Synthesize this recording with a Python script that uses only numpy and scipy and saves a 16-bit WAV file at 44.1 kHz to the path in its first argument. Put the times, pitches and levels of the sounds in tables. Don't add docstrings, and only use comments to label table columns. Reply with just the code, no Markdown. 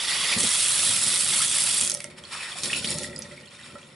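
import sys
import numpy as np
from scipy import signal
from scipy.fft import rfft, irfft
from scipy.io import wavfile

SR = 44100
rng = np.random.default_rng(int(sys.argv[2]) if len(sys.argv) > 2 else 0)


def wav_out(sig):
    wavfile.write(sys.argv[1], SR, np.round(np.clip(np.atleast_2d(sig).T, -1, 1) * 32767).astype(np.int16))


N = 174195
TIME = np.arange(N) / SR
EDGE_HZ = 11080


def amp(db):
    return 10 ** (np.asarray(db) / 20)


def unit(x):
    return x / np.sqrt(np.mean(x ** 2) + 1e-20)


def level(points):
    return amp(np.interp(TIME, *np.transpose(points), left=-120, right=-120))


def read(points, hz):
    f, value = np.transpose(points)
    return np.interp(np.log(hz + 1), np.log(f), value)


def colour(x, tone):
    hz = np.fft.rfftfreq(N, 1 / SR)
    return unit(irfft(rfft(x) * amp(read(tone, hz)) * (hz < EDGE_HZ), N))


def focus(x, hz, octaves):
    b, a = signal.iirpeak(hz, max(1 / octaves, .4), fs=SR)
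    y = signal.lfilter(b, a, x)
    return y / abs(y).max()


def add(mix, s, sound):
    part = mix[round(s * SR):][:len(sound)]
    part += sound[:len(part)]


def signs():
    return rng.choice([-1, 1], N)


def impacts(per_s, spread_db):
    size = amp(spread_db * np.minimum(rng.exponential(1, N), 2.3))
    return size * (rng.random(N) < per_s / SR)


def room_air():
    # pitch_hz, gain_db
    tone = [(25, -43), (60, -4), (130, -1.5), (250, 0), (500, -8.5), (1500, -14.5), (4000, -18.5),
            (6500, -58), (11000, -23)]
    return amp(-59) * colour(rng.standard_normal(N), tone)


def kitchen(x, right_db, near_db, near_s, room_db):
    # pitch_hz, t60_s
    room_t60 = [(100, 0.12), (1000, 0.3), (4000, 0.16), (11000, 0.11)]
    # pitch_hz, gain_db
    echo_tone = [(60, -32), (200, -9), (500, -2.5), (1500, 0.5), (4000, 2.5), (6500, 8), (9000, -1.5),
                 (11000, 2)]
    t = TIME[:SR // 2]
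    hz, at, z = signal.stft(rng.standard_normal((2, len(t))), SR, nperseg=256)
    fading = z * amp(-60 * at / read(room_t60, hz)[:, None])
    tail = signal.istft(fading, SR, nperseg=256)[1][:, :len(t)] * (t > .005)
    near = rng.standard_normal((2, len(t))) * np.exp(-t / near_s) * (t > .0005)
    echo = amp(near_db) * near / np.linalg.norm(near[0])
    echo += amp(room_db) * tail / np.linalg.norm(tail[0])
    echo_gain = amp(read(echo_tone, np.fft.rfftfreq(SR, 1 / SR)))
    echo = irfft(rfft(echo, SR) * echo_gain, SR)[:, :len(t)]
    reflected = signal.fftconvolve(x[None], echo, axes=1)[:, :N]
    return (x + reflected) * amp([[-right_db / 2], [right_db / 2]])


def basin_ring(patch_db=0, detune=0):
    # pitch_hz, level_db, t60_s (pitch and level before the variation)
    modes = [(83.7, -12.5, 0.36), (130, 0.5, 0.084), (154.4, 3, 0.096), (213, 2.5, 0.08), (264, 1, 0.066),
             (358.9, -6, 0.25), (455, -3.5, 0.026), (522.8, -6, 0.2), (580.8, -1, 0.13), (878, -7.5, 0.088),
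             (1345, -8, 0.098), (1920, -7.5, 0.12), (2387, -6, 0.06)]
    t = TIME[:SR // 3]
    spots = rng.uniform(-1.34, 1, (len(modes), 2))
    ring = np.zeros(len(t))
    for k, ((hz, db, t60), (a, b)) in enumerate(zip(modes, spots)):
        tone = np.sin(2 * np.pi * hz * (1 + detune * b) * t)
        ring += (-1) ** k * amp(db + patch_db * a - 60 * t / t60) * tone
    return ring


def drumming(per_s=70, spread_db=4.5, patch_db=2, detune=0.024, count=10):
    # time_s, level_db
    curve = [(0, -53.5), (.34, -46), (.41, -39), (.52, -51.5), (.9, -45), (1.8, -49.5), (2.1, -48.5),
             (2.5, -57), (2.66, -45), (2.8, -41.5), (3.03, -38.5), (3.2, -44.5), (3.55, -56), (3.75, -53.5),
             (3.95, -53.5)]
    out = np.zeros(N)
    for _ in range(count):
        blows = impacts(per_s, spread_db) * signs()
        out += signal.oaconvolve(blows, basin_ring(patch_db, detune))[:N]
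    return level(curve) * unit(out)


def knocks(thud_db=-12, thud_s=0.085):
    # start_s, level_db, brightest_hz
    blows = [(1.921, -36, 607), (1.948, -38.5, 597), (2.043, -38.5, 620), (3.701, -45, 1345),
             (3.752, -39.5, 600), (3.754, -35.5, 1345)]
    out, ring = np.zeros(N), basin_ring()
    for s, db, hz in blows:
        thud = rng.standard_normal(len(ring)) * np.exp(-TIME[:len(ring)] / thud_s)
        knock = focus(ring, hz, octaves=0.19) + amp(thud_db) * focus(thud, hz, octaves=0.23)
        add(out, s, amp(db) * focus(knock, hz, octaves=0.79))
    return out


def thumps(swell_s=0.011):
    # start_s, level_db, flex_db (deep flex relative to the push)
    gushes = [(.362, -33.5, -6.5), (0.43, -34, -5), (0.887, -46.5, 2.5), (.92, -60, -2), (1.058, -41.5, -3),
              (1.27, -54, -5), (1.73, -49, -11), (1.813, -42, -6), (2.79, -46, 3), (2.869, -38.5, -15),
              (2.96, -40, -15), (3.03, -45, -26), (3.14, -42, -26), (3.415, -50.5, -16), (3.68, -50.5, -10),
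              (3.73, -47, -8)]
    # pitch_hz, gain_db
    push_tone = [(50, -33), (100, -15), (140, -8.5), (230, 8), (310, -5), (540, -7), (750, -14),
                 (3000, -57)]
    # pitch_hz, gain_db
    flex_tone = [(30, -32), (55, -22), (78, 6), (110, 13), (300, -31), (1000, -70)]
    push, flex = np.zeros((2, N))
    age = TIME[:SR // 5] / swell_s
    swell = age * np.exp(1 - age)
    for s, db, flex_db in gushes:
        add(push, s, amp(db) * swell)
        add(flex, s, amp(db + flex_db) * swell)
    dull = push * colour(rng.standard_normal(N), push_tone)
    return dull + flex * colour(rng.standard_normal(N), flex_tone)


def drops(rise_s=0.00013, ring_db=-25):
    # start_s, level_db, brightest_hz, width_octaves, decay_s
    slaps = [(.386, -9.5, 7960, 0.88, 0.0026), (.405, -8.5, 8100, 0.95, 0.0022),
             (.432, -10, 8200, 1.8, 0.0043), (0.557, -12, 9800, 0.88, 0.0018),
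             (1.037, -15, 8800, 0.37, .0016), (1.864, -13, 9200, 0.43, .0009),
             (1.876, -10.5, 7700, 1.2, 0.0013), (1.898, -7.5, 7600, 1.1, 0.0015),
             (1.906, -10.5, 9600, 0.93, 0.00099), (1.917, -12, 8000, 1.2, .0018),
             (1.941, -14.5, 10100, 0.36, 0.0016), (1.9485, -10.5, 9400, 0.9, 0.00067),
             (1.972, -20, 8000, 1.5, 0.0011), (2.004, -19.5, 7200, 2.5, 0.0014),
             (2.0428, -14, 8200, 1.85, 0.00076), (2.238, -35, 4200, 1.2, .0008),
             (2.347, -30.5, 1260, 0.56, 0.0098), (2.634, -15.5, 5130, 1.3, 0.0045),
             (2.655, -18.5, 3950, 0.74, .006), (2.7302, -18, 2560, 0.54, 0.0063),
             (2.8447, -16, 3050, 0.43, 0.0067), (2.853, -23, 4460, 0.6, .005),
             (2.905, -13.5, 9300, 0.32, 0.0018), (2.913, -17, 7500, 2.1, 0.0049),
             (2.9846, -16.5, 7600, 1.5, .002), (3.033, -21, 7050, 1.6, 0.0025),
             (3.16, -30, 7800, 0.21, 0.0025), (3.18, -31, 7300, 0.45, .0016),
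             (3.1895, -22.5, 10600, 0.1, 0.0019), (3.221, -24.5, 5500, .35, 0.0042),
             (3.509, -43, 3450, 2, .001)]
    out, t = np.zeros(N), TIME[:SR // 25]
    for s, db, hz, octaves, decay_s in slaps:
        slap = rng.standard_normal(len(t)) * np.exp(-t / decay_s) * (1 - np.exp(-t / rise_s))
        add(out, s, amp(db) * focus(focus(slap, hz, octaves), hz, octaves))
        ring = basin_ring(patch_db=2.5, detune=0.044)
        add(out, s, amp(db + ring_db) * focus(ring, hz=1900, octaves=0.96))
    return out


def bubble(hz, cycles, rise):
    age = np.arange(0, 6 * cycles, hz / SR) / cycles
    tone = np.sin(2 * np.pi * cycles * age * (1 + rise * age))
    return tone * np.exp(-age) * (1 - np.exp(-age * 8))


def plops(cycles=7.0, longest_s=0.0075):
    # start_s, level_db, pitch_hz (at the start of the rise)
    bubbles = [(0.209, -28, 1080), (.228, -29, 1075), (.326, -13, 2290), (.329, -16.5, 2550),
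               (1.404, -23.5, 1285), (2.003, -27.5, 2220), (2.0424, -29.5, 2100), (2.115, -37.5, 2220),
               (2.238, -29.5, 3230), (2.252, -28.5, 4300), (2.385, -37, 2390), (2.42, -29, 2400),
               (2.43, -30, 1920), (2.456, -32, 1980), (2.478, -32, 1800), (2.52, -24.5, 3400),
               (2.556, -35, 724), (2.699, -24, 1820), (2.704, -21, 2540), (2.7312, -12, 2780),
               (2.736, -15, 2535), (2.75, -19, 2840), (2.764, -21.5, 2570), (2.843, -23, 3280),
               (2.846, -28, 2480), (2.857, -24, 4800), (2.874, -16.5, 4500), (2.888, -24.5, 2280),
               (2.9867, -23, 4330), (3.044, -24.5, 1895), (3.095, -39, 1950), (3.13, -32.5, 1940),
               (3.255, -35, 1870), (3.313, -35, 1970), (3.1624, -21.5, 4920), (3.3775, -33, 2190),
               (3.459, -38, 3220), (3.473, -37, 2770), (3.592, -36, 1920), (3.635, -33.5, 3700),
               (3.83, -38, 3270)]
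    out = np.zeros(N)
    for s, db, hz in bubbles:
        add(out, s, amp(db) * bubble(hz, min(cycles, longest_s * hz), rise=0.0073))
    return out


def water(curve, tone, splats_per_s, spread_db, splat_s, bubbles_per_s, bubbles_db, cycles, wash_db):
    t = TIME[:SR // 50]
    energy = signal.oaconvolve(impacts(splats_per_s, spread_db) ** 2, np.exp(-2 * t / splat_s))[:N]
    splats = unit(np.sqrt(abs(energy)) * signs())
    pitches = np.geomspace(800, 11000, 48)
    births = impacts(bubbles_per_s, spread_db) * signs()
    kind = rng.choice(len(pitches), N, p=pitches / pitches.sum())
    fizz = np.zeros(N)
    for k, hz in enumerate(pitches):
        blip = np.sqrt(hz) * bubble(hz, cycles, 0.0084)
        fizz += signal.oaconvolve(births * (kind == k), blip)[:N]
    wash = amp(wash_db) * rng.standard_normal(N)
    return level(curve) * colour(splats + amp(bubbles_db) * unit(fizz) + wash, tone)


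def blur(field, width, axis):
    f = np.fft.rfftfreq(field.shape[axis])
    smooth = np.expand_dims(np.exp(-(f * width) ** 2 * 2), 1 - axis)
    return irfft(rfft(field, axis=axis) * smooth, field.shape[axis], axis=axis)


def gurgle(x, surge_db, patch_db, surge_s=0.041, patch_s=0.019, patch_hz=900):
    hz, at, z = signal.stft(x, SR, nperseg=256, noverlap=192)
    surge = unit(blur(rng.standard_normal((1, len(at))), surge_s / at[1], axis=1))
    patches = blur(rng.standard_normal(z.shape), patch_s / at[1], axis=1)
    patches = unit(blur(patches, patch_hz / hz[1], axis=0))
    gain = unit(amp(surge_db * surge + patch_db * patches))
    return signal.istft(z * gain, SR, nperseg=256, noverlap=192)[1][:N]


def stray_drips():
    # time_s, level_db
    curve = [(2.55, -69), (2.7, -38), (2.93, -45.5), (3.08, -54), (3.3, -54.5), (3.7, -53.5), (3.95, -59)]
    # pitch_hz, gain_db
    tone = [(300, -33), (1400, -2.5), (2000, 2), (3500, 2), (5000, -4), (6500, -7.5), (11000, -4.5)]
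    return water(curve, tone, splats_per_s=130, spread_db=3.0, splat_s=0.0021,
                 bubbles_per_s=300, bubbles_db=-1, cycles=17.5, wash_db=-5)


def pour():
    # time_s, level_db
    curve = [(2.52, -50.5), (2.62, -34.5), (2.64, -27.5), (2.67, -34.5), (2.7, -37), (2.77, -30),
             (2.82, -37), (2.91, -26.5), (2.96, -38), (3.04, -38), (3.12, -48.5), (3.3, -58), (3.42, -76)]
    # pitch_hz, gain_db
    tone = [(40, -15), (140, 0), (500, 2), (800, -3), (1550, -15), (1900, -3), (2800, -4.5), (3500, 2.5),
            (5100, 1.5), (6300, -5), (7500, -1), (9200, 2.5), (11000, 2)]
    return water(curve, tone, splats_per_s=1500, spread_db=4.5, splat_s=0.00044,
                 bubbles_per_s=3500, bubbles_db=0, cycles=9.0, wash_db=-8.5)


def pocket(width_hz=520, per_s=2200, spread_db=3):
    # time_s, resonance_hz, level_db
    hollow = [(2.35, 2450, -52), (2.38, 2480, -43), (2.425, 2450, -39.5), (2.45, 2000, -42),
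              (2.49, 1830, -45), (2.53, 1800, -63)]
    s, hz, db = np.transpose(hollow)
    turn = np.exp(2j * np.pi * np.cumsum(np.interp(TIME, s, hz)) / SR)
    r = np.exp(-np.pi * width_hz / SR)
    squirts = impacts(per_s, spread_db) * signs() / turn
    ring = signal.lfilter([1], np.poly([r, r]), squirts)
    return level(np.transpose([s, db])) * unit((turn * ring).real)


def squelch():
    # time_s, level_db
    curve = [(2.1, -49.5), (2.16, -60), (2.185, -40), (2.21, -53), (2.305, -46.5), (2.325, -38),
             (2.35, -38), (2.45, -37.5), (2.55, -39.5), (2.7, -42.5), (3.0, -60), (3.3, -48.5),
             (3.49, -62.5), (3.52, -50), (3.64, -49), (3.78, -54.5), (3.95, -58)]
    # pitch_hz, gain_db
    tone = [(150, -31), (800, -5), (1300, -1.5), (1550, -4), (1850, -3), (2450, 2), (2750, -4), (3400, -1),
            (4000, -4.5), (5100, -4.5), (6400, -15), (8200, -6), (11000, -8.5)]
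    return water(curve, tone, splats_per_s=1200, spread_db=-2.5, splat_s=0.00081,
                 bubbles_per_s=5000, bubbles_db=-7, cycles=5.8, wash_db=4.0)


def soak():
    # time_s, level_db
    curve = [(0, -28), (.07, -28), (.11, -26), (.2, -26), (.33, -25), (.41, -31.5), (.55, -38), (.7, -95)]
    # pitch_hz, gain_db
    tone = [(150, -23.5), (700, -12), (1200, -8.5), (1720, -12.5), (1920, 0), (2500, -7), (2800, -5.5),
            (3350, -1.5), (4100, -5), (5250, -4.5), (6200, -13), (8500, -9), (11000, -6.5)]
    return water(curve, tone, splats_per_s=1500, spread_db=2.0, splat_s=0.00085,
                 bubbles_per_s=2900, bubbles_db=0, cycles=11, wash_db=4.0)


def spray():
    # time_s, level_db (before the trim below)
    curve = [(0, -58), (.37, -37), (.39, -23.5), (1.76, -22), (1.85, -19.5), (1.9, -32), (2.0, -51)]
    # pitch_hz, gain_db
    tone = [(1000, -41), (3500, -23), (6400, -9.5), (8000, 1.5), (9500, 2), (11000, -1.5)]
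    return amp(-6.0) * water(curve, tone, splats_per_s=230, spread_db=3.5, splat_s=0.00043,
                             bubbles_per_s=380, bubbles_db=-6, cycles=7.0, wash_db=-19)


def tap_stream():
    # time_s, level_db (before the trim below)
    curve = [(0, -54), (.37, -34), (.39, -25), (.5, -23.5), (.85, -22.5), (1.2, -23.5), (1.44, -22),
             (1.48, -26.5), (1.55, -22), (1.76, -24.5), (1.84, -26), (1.87, -31.5), (1.92, -34.5),
             (1.97, -42), (2.06, -47), (2.15, -74)]
    # pitch_hz, gain_db
    tone = [(30, -52), (80, -10.5), (220, -14), (400, -28), (600, -14), (900, -13), (1350, -9), (1600, -12),
            (1950, -6.5), (2800, -5.5), (3250, -1), (4300, -3.5), (5300, -3.5), (6400, -9.5), (8200, -1.5),
            (9300, -1), (11000, 0)]
    return amp(-1.31) * water(curve, tone, splats_per_s=1300, spread_db=5.0, splat_s=0.0019,
                              bubbles_per_s=3500, bubbles_db=-4.5, cycles=10.4, wash_db=-3.0)


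def scene():
    air = kitchen(room_air(), right_db=-0.5, near_db=3.0, near_s=0.0032, room_db=-4.0)
    steel = drumming() + knocks() + thumps()
    steel = kitchen(steel, right_db=0.0, near_db=-8.5, near_s=0.0041, room_db=-17.0)
    slaps = kitchen(drops(), right_db=2.5, near_db=-15, near_s=0.01, room_db=-16.5)
    blips = kitchen(plops(), right_db=2, near_db=-15.0, near_s=0.025, room_db=-9)
    wringing = gurgle(squelch() + pour(), surge_db=2, patch_db=0.5)
    cloth = wringing + pocket() + stray_drips()
    cloth = kitchen(cloth, right_db=1.0, near_db=-8.0, near_s=0.0029, room_db=-16.5)
    rush = gurgle(tap_stream() + soak(), surge_db=0.8, patch_db=1.6,
                  surge_s=.012, patch_s=.016, patch_hz=450)
    tap = kitchen(rush + spray(), right_db=2.0, near_db=-17, near_s=0.0023, room_db=-11.5)
    return air + steel + slaps + blips + cloth + tap


def record(dry):
    low_pass = signal.firwin(1023, EDGE_HZ, window=("kaiser", 8), fs=SR)
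    return signal.oaconvolve(dry, low_pass[None], "same")


dry = scene()
out = record(dry)
wav_out(out)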